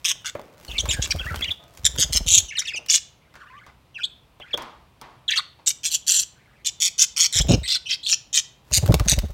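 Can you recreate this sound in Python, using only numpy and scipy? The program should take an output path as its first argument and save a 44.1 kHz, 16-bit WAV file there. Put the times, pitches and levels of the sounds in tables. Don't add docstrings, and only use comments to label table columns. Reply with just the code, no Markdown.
import sys
import numpy as np
from scipy import signal
from scipy.fft import rfft, irfft, next_fast_len
from scipy.io import wavfile

SR = 44100
rng = np.random.default_rng(int(sys.argv[2]) if len(sys.argv) > 2 else 0)


def dump_mix(stems):
    frames = np.atleast_2d(stems).T
    limited = np.clip(frames, -1, 1)
    pcm = np.round(limited * 32767).astype(np.int16)
    wavfile.write(sys.argv[1], SR, pcm)


N = 411453
TIME = np.arange(N) / SR
# frequency_hz, density_db (per Hz)
BREATH_SPECTRUM = [(900, -35.5), (2000, -3), (5000, 12.5), (8500, 7), (10500, -10.5), (12500, -1),
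                   (16000, -12.5)]


def from_db(db):
    return 10 ** (np.asarray(db) / 20)


def rms_one(x):
    return x / np.sqrt(np.mean(x ** 2) + 1e-20)


def at_hz(points, hz):
    frequency_hz, value = np.transpose(points)
    return np.interp(np.log(np.maximum(hz, 1)), np.log(frequency_hz), value)


def noise(spectrum, size):
    n = next_fast_len(size)
    hz = np.arange(n // 2 + 1) * SR / n
    low_cut = np.minimum(hz / 20, 1) ** 2
    shaped = rfft(rng.standard_normal(n)) * from_db(at_hz(spectrum, hz)) * low_cut
    return rms_one(irfft(shaped, n)[:size])


def wander(t, per_s):
    knots = rng.standard_normal(8192)
    return np.interp((t - t[0]) * per_s, np.arange(len(knots)), knots)


def add(track, start_s, sound):
    i = max(int(start_s * SR), 0)
    track[i:i + len(sound)] += sound[:max(len(track) - i, 0)]


def fade(t, edge_s):
    from_edge = np.minimum(t - t[0], t[-1] - t)
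    return np.sin(np.pi / 2 * np.clip(from_edge / edge_s, 0, 1)) ** 2


def room_rumble(level_db=-57):
    # frequency_hz, density_db (per Hz)
    rumble_spectrum = [(25, -22), (60, 1.5), (90, -4), (130, -1.5), (220, -12), (400, -15.5), (1000, -16.5),
                       (1700, -25.5), (2500, -22), (3600, -25.5), (6500, -35.5), (16000, -39.5)]
    return from_db(level_db) * noise(rumble_spectrum, N)


def room(x, wet_db=-19.0, build_s=0.0027):
    # frequency_hz, t60_s
    decay_times = [(200, .45), (1000, 0.46), (4000, 0.39), (7000, 0.27), (14000, 0.21)]
    # delay_s, level_db
    reflections = [(.0009, -27), (.0019, -27.5), (.0034, -20), (.0052, -46.5), (.0083, -14.5)]
    t = np.arange(int(.7 * SR)) / SR
    edges_hz = np.geomspace(150, 18000, 8)
    response = np.zeros(len(t))
    for low, high in zip(edges_hz, edges_hz[1:]):
        band_filter = signal.butter(2, [low, high], "band", fs=SR, output="sos")
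        band = signal.sosfilt(band_filter, rng.standard_normal(len(t)))
        t60_s = at_hz(decay_times, np.sqrt(low * high))
        response += band * from_db(-60 * t / t60_s)
    response *= 1 - np.exp(-t / build_s)
    response *= from_db(wet_db) / np.sqrt(np.sum(response ** 2))
    response[0] = 1
    for delay_s, level_db in reflections:
        add(response, delay_s, from_db([level_db]))
    return signal.fftconvolve(x, response)[:N]


def bars():
    # start_s, pitch_hz, level_db (peak), t60_s
    ringing_wires = [(.352, 415, -52, .95), (.352, 622, -55.5, 1.13), (1.595, 679, -52, 1.2),
                     (1.594, 1250, -59, 1.06), (2.747, 855, -55, .41)]
    out, t = np.zeros(N), np.arange(SR) / SR
    for start_s, pitch_hz, level_db, t60_s in ringing_wires:
        add(out, start_s, from_db(level_db - 60 * t / t60_s) * np.sin(2 * np.pi * pitch_hz * t))
    return out


def knocks_and_slaps(tick_t60_s=0.023, skirt_db=-20.5):
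    # start_s, level_db, centre_hz, t60_s, tick_db
    impacts = [(.352, -26.5, 560, 0.074, -57), (0.375, -45, 585, 0.99, -64), (.395, -36, 825, 0.049, -49),
               (.856, -27, 1030, 0.049, -30), (1.344, -22.5, 1000, 0.028, -49.5),
               (1.359, -28.5, 890, .015, -25), (1.594, -53.5, 707, 0.86, -74), (1.774, -55, 910, .062, -36),
               (2.746, -33, 616, 0.0163, -55), (2.789, -48, 670, 0.38, -69.5),
               (2.862, -61.5, 920, .067, -36), (3.34, -50.5, 1500, 0.11, -51),
               (3.355, -43, 1500, 0.17, -50.5), (3.665, -46, 1213, 0.26, -49.5),
               (4.399, -39, 790, 0.091, -51.5), (4.541, -28, 497, 0.076, -35),
               (4.575, -33.5, 1080, .57, -29), (4.622, -39.5, 1100, 0.29, -37),
               (5.014, -42, 1080, 0.62, -37), (5.59, -50.5, 1010, 0.2, -77),
               (8.922, -21.5, 1160, 0.021, -25.5), (8.942, -9, 1110, 0.0082, -13),
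               (8.997, -25, 1200, 0.056, -24), (9.188, -44, 890, 0.028, -19.5)]
    # frequency_hz, density_db (per Hz)
    tick_spectrum = [(600, -8), (2000, 3.5), (5500, 3.5), (9000, -5), (16000, -5.5)]
    out, t = np.zeros(N), np.arange(SR // 2) / SR
    for start_s, level_db, hz, t60_s, tick_db in impacts:
        modes = [(hz / 8, -12), (hz / 2, -8), (hz, 0), (hz * 1.36, -10), (hz * 4, skirt_db), (hz * 12, -50)]
        body = noise(modes, len(t)) * from_db(level_db - 60 * t / t60_s)
        tick = noise(tick_spectrum, len(t)) * from_db(tick_db - 60 * t / tick_t60_s)
        add(out, start_s, body + tick)
    return out


def buffets():
    # centre_s, level_db, length_s (time scale of the envelope)
    bursts = [(1.992, -28, .007), (7.509, -8, 0.0062), (7.536, -14, 0.012), (8.906, -9.5, 0.0062),
              (8.943, -14, 0.0035)]
    # frequency_hz, density_db (per Hz)
    eddy_spectrum = [(30, -10), (85, 7.5), (160, 5.5), (300, -4), (500, -5.5), (900, -22.5), (1600, -38),
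                     (4000, -60.5)]
    out, t = np.zeros(N), np.arange(-.08, .08, 1 / SR)
    for centre_s, level_db, length_s in bursts:
        burst = noise(eddy_spectrum, len(t)) / np.cosh(t / length_s)
        add(out, centre_s + t[0], from_db(level_db) * burst)
    return out


def wingbeat_times(first, last, period_s, lengthening_s):
    k = np.arange(20)
    times = first + period_s * k + lengthening_s * k ** 2 / 2
    return times[times < last + period_s / 2]


def nearness_db(t, nearest, approach_s, departure_s):
    time_scale_s = np.where(t < nearest, approach_s, departure_s)
    return -20 * np.log10(np.hypot(1, (t - nearest) / time_scale_s))


def wing_puff(level_db, settle_hz=54, push_hz=65, peak_s=0.0174, puff_db=5.0,
              gust_db=7.5, gust_growth=1.295, gust_s=0.0096 / 1.72):
    # frequency_hz, density_db (per Hz)
    gust_spectrum = [(30, 0.5), (100, 13), (200, 1.5), (350, -9.5), (600, -4), (900, -16.5), (1600, -38),
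                     (4000, -57.5)]
    t = np.arange(int(.1 * SR)) / SR
    hz = (settle_hz + push_hz * np.exp(-t / .011)) * np.exp(.19 * rng.standard_normal())
    swell = (t / peak_s * np.exp(1 - t / peak_s)) ** 2
    wave = np.sin(2 * np.pi * np.cumsum(hz) / SR) * swell * fade(t, 0.0009)
    gust = noise(gust_spectrum, len(t)) / np.cosh((t - .035) / gust_s)
    return from_db(level_db + puff_db) * wave, from_db(gust_growth * level_db + gust_db) * gust


def flights(uneven_db=3.5, crackle_db=5.0, snap_db=1.5, edge_s=0.099, feeding_db=-60.5, feeding_end_s=1.8):
    # first_beat_s, last_beat_s, beat_period_s, lengthening_s (per beat), nearest_s, approach_s,
    # departure_s, puff_db (nearest, before unevenness and the puff's own gains),
    # rustle_db (nearest, before the snaps of the crackle)
    passes = [(.686, 1.49, .0485, .0006, .85, .13, .8, -30, -43),
              (1.79, 2.42, .049, .00066, 2.0, .11, .6, -31.5, -47),
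              (7.355, 7.62, .0465, -.001, 7.505, .08, .06, -21.5, -47),
              (8.718, 9.31, .0565, .00024, 8.885, .07, .17, -14.5, -41.5)]
    # frequency_hz, density_db (per Hz)
    feather_spectrum = [(300, 5), (900, 1.5), (3000, -4), (6500, -6), (10000, -12), (16000, -10.5)]
    puffs = np.zeros(N)
    rustle = from_db(feeding_db) * (TIME < feeding_end_s)
    for first, last, period_s, lengthening_s, *passing, puff_db, rustle_db in passes:
        for beat_s in wingbeat_times(first, last, period_s, lengthening_s):
            level_db = puff_db + 2 * nearness_db(beat_s, *passing) + uneven_db * rng.standard_normal()
            wave, gust = wing_puff(level_db)
            add(puffs, beat_s - .005, wave)
            add(puffs, beat_s - .028, gust)
        t = np.arange(first - edge_s, last + edge_s, 1 / SR)
        add(rustle, t[0], from_db(rustle_db + nearness_db(t, *passing)) * fade(t, edge_s))
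    grain = np.minimum(wander(TIME, 500), 2.5)
    crackle = rms_one(from_db(crackle_db * grain + snap_db * np.maximum(grain, 0) ** 2))
    return puffs, rustle * crackle * noise(feather_spectrum, N)


def off_the_wall(x, echo_db=-2.0):
    lag = int(rng.uniform(.0003, .002) * SR)
    reflection = from_db(echo_db) * np.pad(x, (lag, 0))[:len(x)]
    return (x + reflection) / np.hypot(1, from_db(echo_db))


def note(start, end, first_hz, middle_hz, last_hz, level_db, octave_db, rough,
         trill_hz=200, fall_db=-18.0, air_db=-2.5):
    t = np.arange(start, end, 1 / SR)
    u = np.linspace(-1, 1, len(t))
    bow_hz = (last_hz + first_hz) / 2 - middle_hz
    glide = middle_hz + (last_hz - first_hz) / 2 * u + bow_hz * u ** 2
    trill = np.sin(2 * np.pi * np.cumsum(trill_hz * (1 + 0.164 * wander(t, 169))) / SR)
    roughness = rough * (.24 * trill + .16 * wander(t, 700))
    pitch = glide * np.exp(.028 * wander(t, 260) + roughness)
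    phase = 2 * np.pi * np.cumsum(pitch) / SR
    tone = np.sin(phase)
    for k in range(2):
        tone = tone + from_db(octave_db + k * fall_db) * np.sin((k + 2) * phase)
    air = rough * from_db(octave_db + air_db) * noise(BREATH_SPECTRUM, len(t))
    throb = (1 + rough * trill) * from_db(2.5 * wander(t, 180))
    swell = fade(t, .003) * (1 - .45 * u ** 2) * throb
    return off_the_wall(from_db(level_db) * np.sqrt(2) * rms_one(swell) * (tone + air))


def warble(start, end, level_db, centre_hz, rough, note_s=.032, step_s=.022, spread=.28, bend=0.2,
           octave_db=-16.0):
    out = np.zeros(int((end - start + .1) * SR))
    for note_start_s in np.arange(0, end - start - step_s / 2, step_s):
        contour_hz = centre_hz * np.exp(spread * rng.uniform(-1, 1) + bend * rng.standard_normal(3))
        add(out, note_start_s, note(0, note_s, *contour_hz, level_db, octave_db, rough))
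    return out


def syrinx(t, reference_hz, pulse_hz=180, arch_depth=.74, tense_hz=6250, pulse_db=2.5, crest=.74,
           slow_start=0.1326, settle_s=.035):
    starting = np.exp(-(t - t[0]) / settle_s)
    rate_hz = pulse_hz * (1 - slow_start * starting + .11 * wander(t, 110))
    cycle = np.cumsum(rate_hz) / SR
    arch = np.sin(np.pi * (cycle % 1))
    tense = np.clip((2 * reference_hz - tense_hz) / 500, 0, 1)
    opening = rms_one(.07 + .45 * tense + arch ** (1.5 + 1.8 * starting))
    opening = opening * from_db(pulse_db * np.clip(wander(t, pulse_hz), -2, 2))
    chaos = .12 * wander(t, 260) + .065 * wander(t, 1800)
    bend = (1 - 0.52 * tense) * (arch_depth * (arch - crest) + chaos)
    return reference_hz * np.exp(bend), opening


def rasp(start, end, attack_s, release_s, level_db, centre_hz, glide_hz, octave_db, upper_db, growl_db,
         beak_width_hz=2900, overtone_db=-13.0, overtone_fall_db=-14.5, half_pitch_db=-9.0):
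    onset_db, end_db = -12.5, -10.5
    attack_curve = 1.3
    brightening = 0.2035
    climb_hz_per_s, late_crest = 6000.0, 1.25
    pitch_drift, colour_drift_db, drifts_per_s = .04, 5, 90.0
    t = np.arange(start, end, 1 / SR)
    progress = np.linspace(0, 1, len(t))
    attack_db = onset_db * np.maximum(1 - ((t - start) / attack_s) ** attack_curve, 0)
    release_db = end_db * np.maximum(1 - (end - t) / release_s, 0)
    effort_db = attack_db + release_db
    climb = np.sin(np.pi * progress ** late_crest)
    beak_hz = centre_hz + glide_hz * (progress - .5) + climb_hz_per_s * (end - start) * (climb - .7)
    pitch, opening = syrinx(t, beak_hz / 2 * np.exp(pitch_drift * wander(t, drifts_per_s)))
    phase = 2 * np.pi * np.cumsum(pitch) / SR
    beak = 1 / np.hypot(1, 2 * (2 * pitch - beak_hz) / beak_width_hz)
    bright_db = brightening * effort_db
    high_db = upper_db + bright_db
    overtones = [(np.sin(phase / 2), growl_db + half_pitch_db),
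                 (np.sin(2 * phase) * beak, octave_db + bright_db),
                 (np.sin(3 * phase), high_db + overtone_db),
                 (np.sin(4 * phase), high_db + overtone_db + overtone_fall_db),
                 (noise(BREATH_SPECTRUM, len(t)), high_db - 3)]
    voice = rms_one(opening * np.sin(phase))
    for wave, db in overtones:
        colour = from_db(colour_drift_db * np.tanh(wander(t, drifts_per_s)))
        voice = voice + from_db(db) * rms_one(opening * wave * colour)
    return off_the_wall(from_db(level_db + effort_db) * voice * fade(t, .003))


def birds(rasp_gain_db=0.25, whistle_gain_db=1.0):
    # start_s, end_s, attack_s, release_s, level_db (fundamental, before the rasp gain), centre_hz (beak
    # resonance before the climb), glide_hz (over the call), then octave_db, upper_db and growl_db
    rasp_calls = [(0.043, 0.124, 0.0049, 0.0054, -26.5, 6170, 424, 0.5, 2, 2.5),
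                  (0.244, 0.303, 0.018, 0.044, -29.5, 5830, -22, 0.5, -1.5, 6.5),
                  (1.016, 1.064, 0.0077, 0.047, -23.5, 5770, -620.0, 1.5, -7.0, -5),
                  (1.843, 1.882, 0.011, 0.017, -20.5, 5980, -70.5, 3.5, -1.5, -7.5),
                  (1.975, 2.051, 0.025, 0.023, -24.0, 5820.0, -400.0, 5, 1, -7.5),
                  (2.123, 2.185, 0.006, 0.0091, -29, 5820, -200.0, 8, 8.5, -5),
                  (2.262, 2.41, 0.022, 0.022, -24.5, 6430, 389, 8.0, 4, -17.5),
                  (2.883, 2.985, 0.018, 0.024, -24.5, 5950, 145, 7.5, -0.5, -15.5),
                  (5.66, 5.719, 0.014, 0.037, -27, 6250, -450.0, 9.5, 6, -9),
                  (5.831, 5.894, 0.017, 0.026, -29, 6100, 574, 5, 3.5, -15.5),
                  (5.895, 5.977, 0.025, 0.04, -26, 6390, 658, 5, 3, -32),
                  (6.064, 6.238, 0.017, 0.14, -24.0, 6356, 122.5, 9, 6, -13.0),
                  (6.645, 6.699, 0.0054, 0.026, -27, 5990, 92, 4.5, -3.5, -36),
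                  (6.8, 6.891, 0.025, 0.031, -25.5, 5820, -400.0, 7.5, 4.5, -20),
                  (6.978, 7.051, 0.017, 0.0084, -28, 5930, 60.5, 12, 7.5, -8),
                  (7.162, 7.271, 0.053, 0.078, -21, 5515, -80.0, 10.5, 6.5, -7.5),
                  (7.324, 7.405, 0.079, 0.037, -17, 5810, -600.0, 6.5, 0, -7.5),
                  (7.482, 7.555, 0.0043, 0.006, -28, 5410, -1010.0, 2, -9.5, -13),
                  (7.675, 7.766, 0.0034, 0.013, -40.5, 4380, -60, 16.5, 9, -11),
                  (7.889, 7.963, 0.017, 0.038, -34.5, 4340, -680.0, 9.5, -6, -17),
                  (8.077, 8.148, 0.018, 0.0051, -27.5, 5610, -540.0, 8.5, -1, -18),
                  (8.327, 8.403, 0.022, 0.022, -22, 5840, -670.0, 5.5, -3.5, -12),
                  (8.719, 8.789, 0.016, 0.0099, -25, 5885, -84, 5.5, 8, -14),
                  (9.075, 9.145, 0.006, 0.0067, -24, 5950.0, -300.0, 4, 3, -5.5)]
    # start_s, end_s, first_hz, middle_hz, last_hz, level_db (before the whistle gain),
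    # octave_db (relative to the fundamental), roughness (0-1)
    whistles = [(0.678, 0.691, 4500, 4240, 3780, -43.5, -11, 0.18),
                (0.713, 0.722, 3960, 3140, 3320, -31, -19, 0.14),
                (0.752, 0.786, 2840, 2370, 2150, -36, -19, 0.2),
                (0.78, 0.792, 4130, 3430, 2980, -19.5, -17, 0.77),
                (0.787, 0.813, 3230, 3030, 3570, -28.5, 0, 0.18),
                (0.887, 0.917, 3270, 3770, 2600, -21, -7.5, 0.07),
                (0.908, 0.954, 3020, 3280, 2770, -33.5, 1.5, 0.63),
                (0.945, 1.004, 1660, 1625, 1660, -40.5, -23, 0.15),
                (1.105, 1.126, 2350, 2640, 1400, -26.5, 3.5, 0.3),
                (1.186, 1.223, 2850, 3095, 2060, -33.5, -35, 0.16),
                (1.223, 1.249, 1670, 1720, 1250, -39, -18, 0.2),
                (1.263, 1.302, 1570, 1936, 1810, -35.5, -32, 0),
                (1.296, 1.343, 1580, 1363, 1385, -38.5, -22, 0.15),
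                (1.407, 1.424, 2720, 2350, 1480, -37, -13, 0),
                (1.42, 1.451, 3300, 3480, 3740, -27, -25, 0.21),
                (1.441, 1.448, 3760, 2630, 1680, -30, -8, .44),
                (1.448, 1.468, 2750, 2890, 2720, -31.5, -30, .05),
                (1.472, 1.501, 3170, 3050, 1850, -31.5, -21, 0.02),
                (1.504, 1.525, 3420, 3520, 3540, -27.5, -36, 0.15),
                (2.483, 2.507, 2800, 3100, 2400, -39.5, 0.5, 0.06),
                (2.508, 2.535, 2050, 2460, 2260, -36, -32, 0.15),
                (2.53, 2.551, 2040, 1420, 1290, -47.5, -8, .37),
                (2.552, 2.579, 2830, 2630, 1740, -34, -17, 0.08),
                (2.568, 2.578, 4700, 4070, 3800, -33, -11.5, 0.06),
                (2.579, 2.588, 4290, 3660, 2900, -23, -19, 0.35),
                (2.586, 2.609, 3177, 3060, 2820, -32, 9.5, 0.24),
                (2.61, 2.63, 1770, 1980, 2800, -36, -3.5, 0.4),
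                (2.647, 2.672, 2520, 2740, 1860, -37, -5.5, .2),
                (2.67, 2.702, 4400, 3090, 2770, -29.5, -12, 0.4),
                (2.699, 2.73, 2200, 2220, 1290, -42, -10, .3),
                (2.735, 2.759, 2670, 2530, 2220, -34, -4.5, 0.04),
                (2.758, 2.786, 3200, 2907, 2650, -29, -4.5, 0.18),
                (3.397, 3.449, 1944, 1275, 1096, -50, -13.5, 0.53),
                (3.458, 3.5, 1090, 1310, 1510, -52.5, -8, 0),
                (3.498, 3.595, 980, 1090, 1190, -51.5, -17.5, 0),
                (3.943, 3.979, 3070, 2800, 2330, -35.5, -26, 0.13),
                (3.978, 4.008, 2240, 1485, 1580, -42, -10.5, 0.42),
                (4.002, 4.031, 2680, 2515, 2630, -36, -19, 0.24),
                (4.032, 4.061, 3480, 3760, 3960, -23, -20.5, .33),
                (4.401, 4.428, 3590, 2904, 2220, -47, -35, .2),
                (4.413, 4.445, 2450, 3290, 2710, -47.5, -37, .03),
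                (4.47, 4.509, 1160, 1610, 1900, -51.5, -16, 0.25),
                (4.507, 4.535, 2690, 2190, 1590, -46.5, -12.5, 0.17),
                (4.53, 4.551, 3680, 3138, 3730, -25.5, -35, 0.17),
                (5.279, 5.301, 3750, 3304, 2510, -21.5, -22, 0.22),
                (5.304, 5.32, 3300, 2654, 1610, -29.5, -2, 0.33),
                (5.316, 5.33, 4120, 3480, 3470, -22.5, -24, .44),
                (5.323, 5.352, 2157, 1803, 2270, -28.5, -13, 0.62),
                (5.355, 5.381, 3550, 2846, 3020, -27, -6.5, 0.48),
                (5.37, 5.401, 3830, 3830, 3530, -21, -18.5, 0.38),
                (7.405, 7.425, 2840, 3360, 3420, -25, -4, .46),
                (7.631, 7.686, 3870, 4130, 3720, -26.5, -16.5, 0.14),
                (7.68, 7.775, 3700, 3745, 3550, -24, -15, 0.44),
                (7.857, 7.89, 3140, 2826, 2950, -31.5, -13, 0.2),
                (7.886, 7.953, 2860, 2827, 3420, -27.5, -16.5, 0.87),
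                (8.029, 8.062, 3420, 3620, 4200, -34, -15.5, 0.42),
                (8.06, 8.106, 3320, 3390, 3510, -26.5, -15, 0.8)]
    # start_s, end_s, level_db (each note), centre_hz,
    # roughness (0-1)
    warble_runs = [(0.68, .8, -42.5, 2630, 0.19), (0.883, .96, -34.5, 2073, 0.59),
                   (1.169, 1.5, -45, 1850, 0.13), (2.507, 2.78, -44.5, 1950, 0.29),
                   (3.202, 3.36, -69.5, 1700, 0.36), (3.386, 3.7, -55.5, 1593, .4),
                   (4.407, 4.51, -54, 1980, .45), (5.29, 5.4, -33.5, 2288, 0.63),
                   (6.332, 6.62, -65, 1607, 0.77), (7.634, 7.76, -38.5, 2442, 0.42)]
    out = np.zeros(N)
    for row in rasp_calls:
        add(out, row[0], from_db(rasp_gain_db) * rasp(*row))
    for row in whistles:
        add(out, row[0], from_db(whistle_gain_db) * note(*row))
    for row in warble_runs:
        add(out, row[0], warble(*row))
    return out


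def scene():
    rumble = room_rumble()
    puffs, feathers = flights()
    in_room = room(birds() + knocks_and_slaps() + bars() + feathers)
    return (in_room + puffs + buffets() + rumble)[None]


def record(dry):
    cutoff_hz = 15900
    rounded = dry / (1 + dry ** 4) ** .25
    low_pass = signal.ellip(10, .1, 80, cutoff_hz, fs=SR, output="sos")
    return signal.sosfilt(low_pass, rounded)


dry = scene()
out = record(dry)
dump_mix(out)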